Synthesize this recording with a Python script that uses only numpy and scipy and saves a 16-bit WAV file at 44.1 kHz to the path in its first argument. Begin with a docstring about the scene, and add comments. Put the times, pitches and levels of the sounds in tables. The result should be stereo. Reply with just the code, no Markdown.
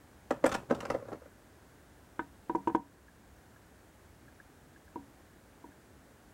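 """Makeup compact at a dressing table

A plastic compact is picked up, opened and handled in a small furnished room, a little to the left:
impacts excite the modes of its case, and fingers rub it by stick-slip friction. Dull knocks follow,
reaching two closely spaced microphones as structure-borne sound through their support, and a brush
handle ticks faintly. The microphones add hiss and a wide, low rumble."""
import sys
import numpy as np
from scipy import signal
from scipy.fft import rfft, irfft, next_fast_len
from scipy.io import wavfile

SR = 44100
rng = np.random.default_rng(int(sys.argv[2]) if len(sys.argv) > 2 else 0)


def unload_audio(sound):
    """Save the sound as a 16-bit wav file, at the path given as the first command line argument."""
    columns = np.transpose(np.atleast_2d(sound))
    # keep every value between -1 and 1, then stretch to whole-number steps
    steps = np.round(np.clip(columns, -1, 1) * 32767)
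    wavfile.write(sys.argv[1], SR, steps.astype(np.int16))


N = 279549
AGE = np.arange(SR * 2 // 5) / SR   # seconds since a contact
STRONG_KNOCK_DB = -23   # above this, a knock swells again and chatters

# knocks on the support: start_s, level_db, hardness (0-1), lever (distance from its centre, 0-1)
KNOCK_EVENTS = [(2.1926, -27, 1, 0.5), (2.496, -23, 0.4, 0.3), (2.549, -19, 0.28, 0),
                (2.673, -18, 0.38, .02), (2.697, -30, 0.54, 0.2), (2.7481, -14.5, 0.4, 0.12),
                (4.9576, -30.5, 0.25, 1), (5.641, -39.5, 0, 1)]
# spectrum of hard edges meeting: frequency_hz, density_db
SNAP_SPECTRUM = [(2000, -27), (3800, -4), (5000, 2), (6200, 4), (7700, 0), (10000, -9), (13000, -14),
                 (16000, -31)]


def compact():
    """Impact excitation: contacts ring body and shell; hardness trades body ring for crack and snap."""
    # plastic contacts: start_s, level_db, hardness (0 a padded bump, 1 bare edges)
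    clicks = [(0.307, -34, 0.35), (0.4406, -31.5, 0.21), (0.4555, -39, 0.6), (0.463, -34, 0.37),
              (0.4919, -44, 0.72), (0.5167, -39.5, 0.68), (0.5239, -41, 0.87), (0.5418, -42.5, 0.98),
              (0.548, -36, 0.64), (0.699, -48, 0.33), (0.708, -36, 0.17), (0.7207, -45.5, 0.06),
              (0.7483, -52.5, .95), (0.805, -47.5, 1), (0.829, -51, .35), (0.852, -43, 0.59),
              (0.901, -36, 0.44), (0.941, -51, 0.23), (0.9466, -45, 0.07), (1.023, -59, 0),
              (1.084, -54, 0.28), (1.119, -54.5, 0.17), (1.129, -49.5, 0.28)]
    # modes of the hollow case in the hand: pitch_hz, level_db, t60_s
    body_modes = [(245.4, -11, 0.08), (311.3, -7, 0.046), (450, 0.5, 0.038), (557.5, 2, 0.029),
                  (670, -3.5, 0.017)]
    # modes of the thin lid and base: pitch_hz, level_db, t60_s
    shell_modes = [(804, -1, 0.024), (924, -3, 0.035), (1055, 0, 0.025), (1234, -2.5, 0.031),
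                   (1343, 0.5, 0.028), (1460, -1, 0.025), (1584, -11, 0.029), (1816, -2, 0.013),
                   (2086, -10, 0.016)]
    # spectrum of flexing plastic: frequency_hz, density_db
    crack_spectrum = [(600, -1), (1500, -3), (2600, 3), (3500, 1), (4400, -5.5), (7000, -28)]
    low, high = np.zeros((2, 2, N))
    for start_s, level_db, hardness in clicks + fumbles(count=7):
        body = struck(body_modes, detune=0.026, spread_db=3)
        body = unit_hit(reflected(body, wander=0.032, nearest_gain=0.45))
        shell = struck(shell_modes, detune=0.051, spread_db=2)
        shell = unit_hit(reflected(shell, wander=0.066, nearest_gain=2.27))
        crack = snap(crack_spectrum, t60_s=0.022, grit_db=-2)
        crack = unit_hit(reflected(crack, wander=0.06, nearest_gain=0.62))
        edge = snap(SNAP_SPECTRUM, t60_s=0.022, grit_db=5)
        # the direct treble is faint, so its first reflection is relatively strong
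        edge = unit_hit(reflected(edge, wander=0.06, nearest_gain=1.8))
        body *= from_db(15 - 25 * hardness)
        crack *= from_db(-21 + 18.5 * hardness)
        edge *= from_db(-22.5 + 15.5 * hardness) * contact_rise(hardness, soft_s=0.0024, hard_s=0.0002)
        add(low, start_s, from_db(level_db) * (panned(body, pan_db=6) + panned(shell, pan_db=5)))
        add(high, start_s, from_db(level_db) * (panned(crack, pan_db=3.5) + panned(edge, pan_db=-1)))
    add(high, start_s=0.462, hit=catch())
    low = room(high_passed(low, corner_hz=110), wet_db=-9.5, t60_s=0.19, build_s=0.0037, width=0.81)
    return low + room(high, wet_db=-3.5, t60_s=0.21, build_s=0.0011, width=0.99)


def fumbles(count, start_s=0.88, end_s=1.28, level_db=-59.5, fade_db_per_s=13, hardness=0.22):
    """Settling impacts: uneven bumps weaken as the open case comes to rest; one contact row each."""
    delays_s = (np.arange(count) + rng.random(count)) / count * (end_s - start_s)
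    return [(start_s + delay_s, level_db - fade_db_per_s * delay_s, hardness) for delay_s in delays_s]


def catch():
    """Sliding friction: the catch drags over its lip with a short, bright rasp and lets go."""
    # spectrum of the rasp: frequency_hz, density_db
    rasp_spectrum = [(3000, -15), (5000, -6), (8000, 4), (10500, -6), (14000, -13), (16000, -22)]
    rasp = snap(rasp_spectrum, t60_s=0.029, grit_db=3) * rise(0.0025)
    return from_db(-43) * unit_hit(rasp)


def knocks(swell_delay_s=0.0458, swell_db=-13, swell_rise_s=0.0097):
    """Structure-borne sound: hard knocks bring out the support's upper modes, off-centre ones rock it."""
    # rocking modes, pushing one microphone while pulling the other: pitch_hz, level_db, t60_s
    rocking_modes = [(113, -13, 0.12), (180, 11, 0.037), (202.4, -0.5, 0.24), (237.5, 8, 0.055)]
    # spectrum of the tick that starts a knock: frequency_hz, density_db
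    tick_spectrum = [(800, -8), (2000, 13), (3800, -1), (5000, -13.5), (7500, -13), (11000, -23),
                     (16000, -31)]
    out = np.zeros((2, N))
    for start_s, level_db, hardness, lever in KNOCK_EVENTS:
        push = contact_rise(hardness, soft_s=0.0026, hard_s=0.00068)
        hum, thud = support(0, 305), support(305, 850)
        ring, upper = support(850, 1100), support(1100, SR)
        hum *= from_db(-17.5 + 13.5 * lever)
        upper *= from_db(-24.5 + 28 * hardness)
        modes = hum + thud + from_db(2) * ring + upper
        rocking = unit_hit(push * struck(rocking_modes, detune=0.046, spread_db=1.5)) * [[1], [-1]]
        rocking *= from_db(-5 + 4.5 * lever)
        tick = snap(tick_spectrum, t60_s=0.033, grit_db=7)
        tick = unit_hit(reflected(tick, wander=0.05, nearest_gain=1.5))
        tick *= from_db(-43 + 13.5 * hardness)
        add(out, start_s, from_db(level_db) * (push * modes + rocking + panned(tick, pan_db=-1.5)))
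        if level_db > STRONG_KNOCK_DB:   # the ring near 1 kHz swells softly a second time
            add(out, start_s + swell_delay_s, from_db(level_db + swell_db) * ring * rise(swell_rise_s))
    return room(out + chatter(count=3), wet_db=-16, t60_s=0.17, build_s=0.0041, width=0.26)


def support(low_hz, high_hz, detune=0.006):
    """Mode shapes: each support mode in the band has its own level and phase at the two microphones."""
    # modes of the support: pitch_hz, level_db, t60_s, pan_db (left over right), left_lead_rad
    support_modes = [(282, -3.5, 0.32, 7, -2), (328, 1.5, 0.073, 7.5, -1.63), (460.6, -6, 0.061, -4.5, 1.5),
                     (590, -9.5, 0.035, 7.5, -1.5), (757, -1, 0.084, -1.5, 3), (950, -11, 0.099, 11, 1.9),
                     (968, -2.5, 0.051, 6.5, 1.5), (1246, -9.5, 0.041, -1, 5.5),
                     (1546, 2, 0.025, 10.5, -2.5), (1516, 9.5, 0.02, 5, 3), (1726, -8.5, 0.043, -8, -2),
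                     (2070, -18, 0.041, -7.5, 3), (2370, -15, 0.028, 4, 3), (3020, -22, 0.021, 0, 1.8)]
    out = np.zeros((2, len(AGE)))
    for pitch_hz, level_db, t60_s, pan_db, left_lead_rad in support_modes:
        if low_hz <= pitch_hz < high_hz:
            detuned_hz = pitch_hz * (1 + detune * rng.standard_normal())
            phases = np.array([[left_lead_rad], [-left_lead_rad]]) / 2
            swing = np.sin(2 * np.pi * detuned_hz * AGE + phases)
            out += panned(swing * fade(t60_s) * from_db(level_db), pan_db)
    return out


def chatter(count, delay_s=0.0062, gap_s=0.003, relative_db=-53.5):
    """Intermittent contact: after a strong knock, a loose part taps once per swing of the support."""
    out = np.zeros((2, N))
    for start_s, level_db, _, _ in KNOCK_EVENTS:
        if level_db > STRONG_KNOCK_DB:
            for k in range(count):
                touch = unit_hit(snap(SNAP_SPECTRUM, t60_s=0.0041, grit_db=5))
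                add(out, start_s + delay_s + k * gap_s, from_db(level_db + relative_db) * touch)
    return out


def fingers(attack_s=0.017, release_t60_s=0.41):
    """Stick-slip friction: skin rubs the turning case; each slide builds, holds and dies away."""
    # finger slides, timed from the end of the attack: start_s, hold_s, level_db
    slides = [(0.314, 0.027, -50.5), (0.438, 0.15, -48.5), (0.702, 0.15, -48), (0.893, 0.044, -47),
              (1.078, 0.043, -55)]
    # spectrum of skin rubbing plastic: frequency_hz, density_db
    rub_spectrum = [(50, -10), (120, 7), (220, 0), (600, -3), (1400, -11.5), (2500, -30.5), (8000, -34.5),
                    (16000, -52)]
    t = np.arange(N) / SR
    envelope = np.zeros(N)
    for start_s, hold_s, level_db in slides:
        attack = np.clip(1 + (t - start_s) / attack_s, 0, 1)
        release = np.exp(-np.log(1000) * np.maximum(t - start_s - hold_s, 0) / release_t60_s)
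        envelope += from_db(level_db) * attack * release
    return panned(envelope * noise(rub_spectrum, N, grit_db=7), pan_db=8)


def brush():
    """Free vibration: shifting fingers excite the brush handle, which rings in tiny pitched ticks."""
    # ticks of the handle: start_s, level_db
    ticks = [(3.0819, -60.5), (3.5618, -62.5), (4.2817, -61.5), (4.4002, -55.5), (4.761, -61), (4.879, -64),
             (5.7176, -66)]
    # modes of the handle: pitch_hz, level_db, t60_s
    handle_modes = [(1300, 4, 0.035), (1648, 21, 0.028), (1600, -7, 0.013)]
    out = np.zeros((2, N))
    for start_s, level_db in ticks:
        tick = struck(handle_modes, detune=0.01, spread_db=2.5) * rise(0.0015)
        add(out, start_s, from_db(level_db) * unit_hit(tick))
    return out


def background(whine_hz=15734):
    """Noise floor: hiss and a thin electronic whine in phase at both microphones, rumble in antiphase."""
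    # spectrum of the noise common to both microphones: frequency_hz, density_db
    hiss_spectrum = [(12, -63), (20, -12), (26, -36), (41, -6), (70, 0), (146, -7.5), (293, -7.5),
                     (459, -12), (738, -14), (1190, -19), (1610, -17), (2530, -27), (4810, -31.5),
                     (7730, -30), (16000, -36.5)]
    # spectrum of their difference: frequency_hz, density_db
    rumble_spectrum = [(12, -54), (20, -16), (88, 0), (134, 1.5), (163, -3), (193, 0.5), (357, -5),
                       (542, -8), (849, -13), (1090, -15), (1660, -23.5), (3630, -43.5), (5080, -47),
                       (9950, -43.5), (16000, -49.5)]
    rumble = from_db(-46) * noise(rumble_spectrum, N) * [[1], [-1]]
    hiss = from_db(-58.5) * noise(hiss_spectrum, N)
    whine = from_db(-87) * np.sin(2 * np.pi * whine_hz * np.arange(N) / SR)
    return hiss + rumble + whine


def struck(modes, detune, spread_db):
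    """Modal superposition: damped sines, detuned by the grip and reweighted by the point of contact."""
    out = np.zeros(len(AGE))
    for k, (pitch_hz, level_db, t60_s) in enumerate(modes):
        shift, weight = rng.standard_normal(2)
        swing = np.sin(2 * np.pi * pitch_hz * (1 + detune * shift) * AGE)
        out += (-1) ** k * from_db(level_db + spread_db * weight) * fade(t60_s) * swing
    return out


def snap(spectrum, t60_s, grit_db):
    """Contact noise: a brief, decaying burst of uneven micro-impacts as two hard edges meet."""
    return noise(spectrum, len(AGE), grit_db) * fade(t60_s)


def noise(spectrum, size, grit_db=0):
    """Spectral shaping: coloured noise of rms 1; grit makes a few impulses stand out."""
    frequency_hz, density_db = np.transpose(spectrum)
    padded = next_fast_len(size)
    bins_hz = np.maximum(np.fft.rfftfreq(padded, 1 / SR), 1)
    colour = from_db(np.interp(np.log(bins_hz), np.log(frequency_hz), density_db))
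    impulses = rng.standard_normal(padded) * from_db(grit_db * rng.standard_normal(padded))
    x = irfft(rfft(impulses) * colour, padded)[:size]
    return x / np.std(x)


def high_passed(x, corner_hz):
    """High-pass: the compact's sound is cut below the corner frequency."""
    return signal.sosfilt(signal.butter(2, corner_hz, "high", fs=SR, output="sos"), x + 1e-18)


def reflected(x, wander, nearest_gain):
    """Early reflections: nearby surfaces repeat a click at delays that shift with the hands."""
    # echoes from nearby surfaces, nearest first: delay_s, gain
    reflections = [(.0039, 0.51), (.0056, 0.18), (0.0151, 0.28)]
    out = x.copy()
    for k, (delay_s, gain) in enumerate(reflections):
        lag = round(abs(delay_s * (1 + wander * rng.standard_normal())) * SR)
        echo = np.pad(x, (lag, 0))[:len(x)]
        out += gain * (nearest_gain if k == 0 else 1) * echo
    return out


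def room(x, wet_db, t60_s, build_s, width):
    """Reverberation: a short diffuse tail, only partly correlated between the two microphones."""
    # spectrum of the tail: frequency_hz, density_db
    tail_spectrum = [(100, 12), (300, 2.5), (1000, 4.5), (2000, 2), (6000, -4.5), (16000, 3.5)]
    envelope = fade(t60_s) * (1 - np.exp(-(AGE / build_s) ** 2))
    mid, side = (noise(tail_spectrum, len(AGE)) * envelope for _ in range(2))
    tails = np.array([mid + width * side, mid - width * side])
    tails /= np.sqrt(np.sum(tails ** 2) / 2)
    return x + from_db(wet_db) * signal.fftconvolve(x, tails, axes=1)[:, :N]


def contact_rise(hardness, soft_s, hard_s):
    """Contact time: the softer the impact, the longer its sound takes to build."""
    return rise(soft_s * (hard_s / soft_s) ** hardness)


def rise(time_constant_s):
    """First-order growth from silence towards full amplitude."""
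    return 1 - np.exp(-AGE / time_constant_s)


def fade(t60_s):
    """Damping: exponential decay from the moment of contact, 60 dB in t60_s."""
    return np.exp(-np.log(1000) * AGE / t60_s)


def from_db(db):
    """Decibels to amplitude ratio."""
    return 10 ** (np.asarray(db) / 20)


def unit_hit(x):
    """Normalisation: a hit is scaled to rms 1 over its first 20 ms."""
    return x / np.sqrt(np.mean(x[..., :SR // 50] ** 2))


def panned(x, pan_db):
    """Level-difference stereo: positive pan_db places a sound towards the left."""
    return x * from_db([[pan_db / 2], [-pan_db / 2]])


def add(out, start_s, hit):
    """Superposition: a hit joins the mix at its start time."""
    start = round(start_s * SR)
    out[:, start:start + hit.shape[-1]] += hit[..., :N - start]


def gain_control(x, threshold_db, slope, release_db_per_s):
    """Compression: peaks over the threshold push the gain down, and it creeps back."""
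    peak_db = 20 * np.log10(np.abs(x).max(axis=0) + 1e-9)
    over_db = np.maximum(peak_db - threshold_db, 0)
    recovery_db = release_db_per_s * np.arange(N) / SR
    held_db = np.maximum.accumulate(slope * over_db + recovery_db) - recovery_db
    smoothed_db = signal.lfilter([0.01], [1, -0.99], held_db)
    return x * from_db(-smoothed_db)


def scene():
    """Superposition of everything heard at the dressing table."""
    return compact() + fingers() + knocks() + brush() + background()


def record(dry, cutoff_hz=15900):
    """Compression and band limiting: the loudest knocks are held down, then the top treble is cut."""
    levelled = gain_control(dry, threshold_db=-9, slope=0.6, release_db_per_s=4.5)
    low_pass = signal.ellip(12, 0.1, 70, cutoff_hz, fs=SR, output="sos")
    return signal.sosfilt(low_pass, levelled)


dry = scene()
out = record(dry)
unload_audio(out)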